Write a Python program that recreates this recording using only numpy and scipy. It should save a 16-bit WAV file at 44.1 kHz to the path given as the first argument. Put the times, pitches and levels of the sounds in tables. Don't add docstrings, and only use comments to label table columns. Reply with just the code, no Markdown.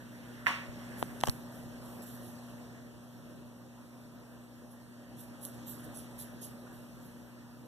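import sys
import numpy as np
from scipy import signal
from scipy.fft import rfft, irfft, next_fast_len
from scipy.io import wavfile
from scipy.ndimage import uniform_filter1d, map_coordinates

SR = 44100
rng = np.random.default_rng(int(sys.argv[2]) if len(sys.argv) > 2 else 0)


def dump(signal):
    limited = np.clip(np.atleast_2d(signal).T, -1, 1)
    pcm = np.round(limited * 32767).astype(np.int16)
    wavfile.write(sys.argv[1], SR, pcm)


N = 338247


def amp(db):
    return 10 ** (np.asarray(db) / 20)


def along(points, hz):
    f, value = np.transpose(points)
    return np.interp(np.log(hz + 1), np.log(f + 1), value)


def wobble(rate):
    knots = rng.standard_normal(int(N * rate / SR) + 4)
    return map_coordinates(knots, [np.arange(N) * rate / SR])


def filtered(x, response):
    m = next_fast_len(N + SR // 2)
    return irfft(rfft(x, m) * response(np.fft.rfftfreq(m, 1 / SR)), m)[..., :N]


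def modes(table):
    def response(f):
        total = 0
        for k, (center, width, db) in enumerate(table):
            resonance = 1j * f * width / (center * center - f * f + 1j * f * width)
            total = total + (-1) ** k * amp(db) * resonance
        return total
    return response


def patchy(patchy_db):
    z = signal.stft(rng.standard_normal((2, N)), nperseg=512)[2]
    field = uniform_filter1d(rng.standard_normal(z.shape[1:]), 6, 0)
    field = uniform_filter1d(field, 12, 1)
    return signal.istft(z * amp(patchy_db * field / field.std()), nperseg=512)[1][:, :N]


def ports(common, opposed):
    return np.array([common + opposed, common - opposed])


def rush(spectrum, patchy_db):
    hz, common_db, opposed_db = np.transpose(spectrum)

    def gain(f):
        density_db = [along(np.c_[hz, db], f) for db in (common_db, opposed_db)]
        return np.sqrt(SR / 2) * amp(density_db) * (f > 25)
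    return ports(*filtered(patchy(patchy_db), gain))


def add(track, s, sound, pan_db):
    gains = amp([[min(pan_db, 0)], [min(-pan_db, 0)]])
    track[:, round(s * SR):][:, :sound.shape[-1]] += gains * sound


# t/s, level/dB
ROOM_LEVEL = [(0.0, -52), (0.21, -50), (0.68, -48.5), (0.9, -47), (1.15, -47.5), (1.4, -48.5), (2.07, -48),
              (2.63, -49.5), (2.95, -52.5), (3.63, -53), (4.98, -53.5), (5.72, -48), (7.13, -52),
              (7.67, -53.5)]


def room_level_db():
    return np.interp(np.arange(N) / SR, *np.transpose(ROOM_LEVEL))


RIPPLE_HZ, SHAFT_HZ = 120.07, 3.295
SHAFT_START, SIDEBAND_LAG = .9, 1.8
# ripple multiple, shaft multiple, level common to both ports/dB,
# opposed level/dB, lead of the opposed part/rad
MOTOR_TONES = [(0, 15, -23, -43, 0), (0, 17, -15, -29, .2), (0, 18, -25, -52, 0), (0, 19, -18, -38, -.5),
               (0, 54, -20, -56, 0), (0, 56, -19, -41, 0), (0, 84, -21, -45, 1.1), (1, -1, -13, -39, -1.6),
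               (1, 0, 0, -20, -1.3), (1, 1, -8, -32, -2.2), (1, 2, -20, -56, 0), (2, -1, -19, -35, -.6),
               (2, 0, 2, -26, .8), (2, 1, -22, -46, -2.8), (3, 0, -21, -29, -1.6), (5, -1, -23, -40, .2),
               (5, 0, -31, -36, 1.4), (5, 1, -30, -40, -1.6), (6, 0, -32, -47, .3), (8, 0, -31, -33, -1.6),
               (10, 0, -40, -40, 2.1), (10, 2, -36, -45, 1.4), (11, 0, -34, -27, -1.7)]


def hum(hum_db=0.17):
    out, t = np.zeros((2, N)), np.arange(N) / SR
    start = 2 * np.pi * rng.random(size=12)
    rotor = 2 * np.pi * SHAFT_HZ * t + SHAFT_START
    for ripple, turns, common_db, opposed_db, lead in MOTOR_TONES:
        phase = 2 * np.pi * ripple * RIPPLE_HZ * t + start[ripple]
        phase = phase + turns * rotor - SIDEBAND_LAG * (turns != 0)
        tone = ports(amp(common_db) * np.sin(phase), amp(opposed_db) * np.sin(phase + lead))
        out += np.sqrt(2) * amp(hum_db) * tone
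    return out


REGRIP_S, REGRIP_FADE_S = 1.33, .03


def cupped():
    return np.clip((REGRIP_S - np.arange(N) / SR) / REGRIP_FADE_S, 0, 1)


# f/Hz, common level/dB per Hz, opposed level/dB per Hz
AIR_RUSH = [(30.4, -45, -37), (43, -29, -53), (55.6, -21, -33), (72.4, -30, -40), (105, -23, -39),
            (140, -23, -41), (152, -17.5, -38), (171, -27, -39.5), (189, -23.5, -39.5), (207, -25.5, -39),
            (275, -25.5, -44), (291, -31.5, -40.5), (298, -24.5, -42), (319, -30, -40.5),
            (428, -37.5, -44.5), (552, -35, -44), (745, -42, -48.5), (1340, -48.5, -44),
            (1840, -48.5, -46.5), (2110, -59, -54.5), (2380, -86, -52), (2570, -50.5, -56),
            (3110, -55.5, -55.5), (4700, -60, -59), (7950, -58, -59), (10000, -62, -62), (14200, -62, -64)]
# f/Hz, common level/dB per Hz, opposed level/dB per Hz
CUP_RINGING = [(880, -68, -72), (1470, -47.5, -47), (1740, -45, -40), (2300, -50.5, -54), (3000, -54, -60),
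               (4500, -66, -67)]


def air():
    return rush(AIR_RUSH, patchy_db=1.6) + cupped() * rush(CUP_RINGING, patchy_db=2.5)


# t/s, strength level/dB
SNAP_BLOWS = [(.4620, -4), (0.4674, 9.5)]
# f/Hz, width/Hz, relative level/dB
SNAP_RESONANCES = [(996, 270, 1.5), (1920, 990, 1.5), (2670, 1270, -2), (5900, 5200, -22), (1692, 50, 3.5),
                   (575, 360, -7), (1077, 38, -7)]
# f/Hz, t60/s
ROOM_DECAY = [(500, 0.29), (1320, 0.49), (3480, 0.51), (9190, 0.46)]
FAR_PORT_S = .00037


def snap():
    blows = np.zeros(N)
    for s, db in SNAP_BLOWS:
        blows[round(s * SR)] = amp(db)
    around = filtered(blows, lambda f: modes(SNAP_RESONANCES)(f) * 1j * f / (700 + 1j * f))
    direct = filtered(around, modes([(1750, 490, 12.8)]))
    hz, t, z = signal.stft(rng.standard_normal((2, SR // 2)), SR, nperseg=256)
    decay = amp(-60 * t / along(ROOM_DECAY, hz)[:, None])
    tail = signal.istft(z * decay, SR, nperseg=256)[1]
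    tail = tail / np.linalg.norm(tail[0])
    delayed = np.pad(around, (90, 0))[None]
    room = signal.fftconvolve(delayed, tail, axes=1)[:, :N]
    direct_pair = np.array([np.roll(direct, round(FAR_PORT_S * SR)), direct])
    return direct_pair * amp([[-13], [.7]]) + amp([[3], [5]]) * room


# t/s, knock level/dB, contact time constant/ms, crackle level/dB, left over right/dB
FINGER_CLICKS = [(1.0270, 11, 0.085, -28, 27), (1.2359, 9.5, 0.21, -30, -10),
                 (1.2365, 10.5, 0.012, -34, 13), (1.23735, 13.5, 0.14, -25, 27), (1.274, -6, 0.05, -34, 8),
                 (1.2764, 10, 0.2, -29, 18), (1.2846, -1, 0.06, -34, -14)]
# middle t/s, spread (one sigma)/s, push level/dB, crackle level/dB,
# left over right/dB
FINGER_DRAGS = [(1.2048, .001, -46, -47, -7), (1.2117, .001, -44, -42, 1), (1.2425, .002, -34, -52, 6),
                (1.2567, .0015, -43, -40, -5), (1.265, .008, -47, -56, 3), (1.273, .0025, -33, -40, 3),
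                (1.2848, .0012, -33, -40, -5), (1.292, .004, -44, -50, 3), (1.2969, .0009, -46, -32, 0)]
# t/s, level/dB, f/Hz, left over right/dB
CASE_JOLTS = [(0.478, -28, 125, 0), (0.505, -20.5, 200, -2), (0.689, -25, 80, 17), (1.027, -26, 220, 10),
              (1.2395, -28, 110, 10), (1.272, -32, 169, -11), (1.288, -7.5, 98, -35)]
# f/Hz, width/Hz, relative level/dB
CASE_RESONANCES = [(70, 2270, -3.5), (780, 850, 5.5), (3200, 600, -4)]
# f/Hz, width/Hz, relative level/dB
CRACKLE_RESONANCES = [(4670, 11000, 2), (12400, 2400, 2)]
CRACKLE_S, DRAG_GRAIN_DB = 0.005, 4


def handling():
    pushes, jolts, crackle = np.zeros((3, 2, N))
    t = np.arange(SR // 8) / SR
    puff = amp(-60 * t / CRACKLE_S)
    for s, db, contact_ms, crackle_db, pan_db in FINGER_CLICKS:
        force = t * np.exp(-t * 1000 / contact_ms)
        add(pushes, s, amp(db) * force / force.sum(), pan_db)
        add(crackle, s, amp(crackle_db) * puff * rng.standard_normal((2, len(t))), pan_db)
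    for s, width, db, crackle_db, pan_db in FINGER_DRAGS:
        start = s - 3 * width
        press = amp(DRAG_GRAIN_DB * wobble(1400)[:len(t)]) * np.exp(-.5 * (t / width - 3) ** 2)
        add(pushes, start, amp(db) * press * rng.standard_normal(len(t)), pan_db)
        add(crackle, start, amp(crackle_db) * press * rng.standard_normal((2, len(t))), pan_db)
    for s, db, hz, pan_db in CASE_JOLTS:
        rise = 1 - np.exp(-3 * hz * t)
        decay = amp(db - 21 * hz * t)
        add(jolts, s, -decay * rise * np.sin(2 * np.pi * hz * t), pan_db)
    knocks = filtered(pushes, modes(CASE_RESONANCES))
    return jolts - knocks + filtered(crackle, modes(CRACKLE_RESONANCES))


# t/s, level/dB, rise time constant/s, hold/s, upper ring over lower/dB
SWISH_STROKES = [(0.45, -58.5, .005, 0.031, 6), (0.96, -48, 0.037, 0.038, 3), (1.226, -55.5, 0.01, 0.07, 7),
                 (1.494, -71, .02, 0.092, 0), (1.8, -65, .04, 0.13, 0), (2.017, -58, .003, 0.021, 7),
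                 (2.055, -62, 0.006, 0.095, 12), (2.21, -64, .015, 0.079, 4), (4.703, -69, .004, 0.027, 0),
                 (5.159, -54.5, 0.024, 0.053, 8), (5.402, -47.5, 0.025, 0.05, -7),
                 (5.524, -68, .01, 0.022, 0), (5.663, -54, 0.0054, 0.056, 20), (5.777, -67, .005, 0.022, 6),
                 (5.831, -60, .004, 0.017, 3), (5.936, -54.5, 0.0087, 0.052, -15),
                 (6.176, -50, 0.0094, 0.045, -7), (6.408, -49, 0.0074, 0.041, 0),
                 (6.713, -69, .02, 0.056, 0), (7.005, -70, 0.018, 0.057, 0)]
# t/s, level/dB
STROKE_CATCHES = [(5.1946, -56), (5.4336, -51), (5.4512, -30), (5.4565, -49), (5.683, -55), (5.8436, -55),
                  (5.96, -46), (6.1906, -46), (6.1995, -53), (2.086, -58), (2.157, -58), (6.222, -49),
                  (6.245, -51), (6.4133, -55), (6.4324, -52)]
# f/Hz, relative level/dB
HISS_TONE = [(5000, -33), (7500, -7), (9500, -4.5), (11000, 1.5), (13000, -1), (14400, -4)]
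# f/Hz, relative level/dB
LOW_SCRAPE_TONE = [(1500, -52), (3000, 0), (5000, -4), (8000, -0.5), (11000, -4)]
# f/Hz, width/Hz, level against the stroke/dB
GRAIN_RINGS = [(10830, 750, -5), (12300, 2200, -7)]
STEADY_DB, WANDER_DB = -20.5, 1.5
RELEASE = 3.4
LINGER_DB, LINGER = -24, 11
TICK_S = 0.0036
SWISH_ALIKE = 0.14
GRAINS_PER_S, GRAIN_SPREAD_DB = 3000, 2.5


def stroke_shapes(t):
    shapes = [(s, amp(db - 60 * t / TICK_S), 0) for s, db in STROKE_CATCHES]
    for s, db, rise, hold, lean_db in SWISH_STROKES:
        after = np.maximum(t / hold - 1, 0)
        fall = amp(-60 * after / RELEASE) + amp(LINGER_DB - 60 * after / LINGER)
        shapes.append((s, amp(db) * fall * (1 - np.exp(-t / rise)) ** 2, lean_db))
    return shapes


def swish(firm_db=-48, scrape_db=-58):
    level = amp(room_level_db() + STEADY_DB + WANDER_DB * wobble(3.07))
    low, high = np.zeros((2, N))
    t = np.arange(SR) / SR
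    for s, shape, lean_db in stroke_shapes(t):
        start = round(s * SR)
        for track, gain in ((level, 1), (low, amp(-lean_db / 2)), (high, amp(lean_db / 2))):
            track[start:][:len(t)] += gain * shape[:N - start]
    common, opposed = patchy(patchy_db=3.0) * amp(0.74 * wobble(900))
    grit = ports(common, (1 - SWISH_ALIKE) * opposed)
    hiss = filtered(grit, lambda f: amp(along(HISS_TONE, f)))
    scrape = filtered(grit, lambda f: amp(along(LOW_SCRAPE_TONE, f)))
    scrape_level = amp(scrape_db) * (level / amp(firm_db)) ** 0.86
    out = level * hiss / hiss.std() + scrape_level * scrape / scrape.std()
    for (hz, width, db), stroke in zip(GRAIN_RINGS, (low, high)):
        struck = rng.random(N) < GRAINS_PER_S / SR
        grains = amp(GRAIN_SPREAD_DB * rng.exponential(size=N)) * struck * grit
        drive = amp(db) * stroke * grains / grains.std()
        out += filtered(drive, lambda f: modes([(hz, width, 0)])(f) ** 2 * np.sqrt(SR / width / 2))
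    return amp([[-2.2], [2.2]]) * out


def scene():
    fan = amp(room_level_db()) * (hum() + air())
    return fan + snap() + handling() + swish()


# f/Hz, level/dB
RIGHT_PORT_EXTRA = [(1000, 0), (1500, 3), (2200, 1), (5000, 7), (9000, 0.5), (14000, 2.5)]
# f/Hz, share
CROSSFEED_OPEN = [(5500, 0.86), (8000, 0.11)]
# f/Hz, share
CROSSFEED_IN_HAND = [(1200, 0.84), (2300, 0.6), (3500, 0.63), (5500, 0.8), (8000, 0.14)]
PORT_LAG_S, TOP_HZ = .000424, 14280


def crossfeed(heard, share):
    def response(f):
        return np.clip(along(share, f), 0, 1) * np.exp(-2j * np.pi * f * PORT_LAG_S)
    return filtered(heard[::-1], response)


def record(dry):
    heard = filtered(dry, lambda f: amp(along(RIGHT_PORT_EXTRA, f) * [[-.5], [.5]]))
    open_hand = crossfeed(heard, CROSSFEED_OPEN)
    in_hand = crossfeed(heard, CROSSFEED_IN_HAND)
    widened = heard - cupped() * in_hand - (1 - cupped()) * open_hand
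    return filtered(widened, lambda f: f < TOP_HZ)


dry = scene()
out = record(dry)
dump(out)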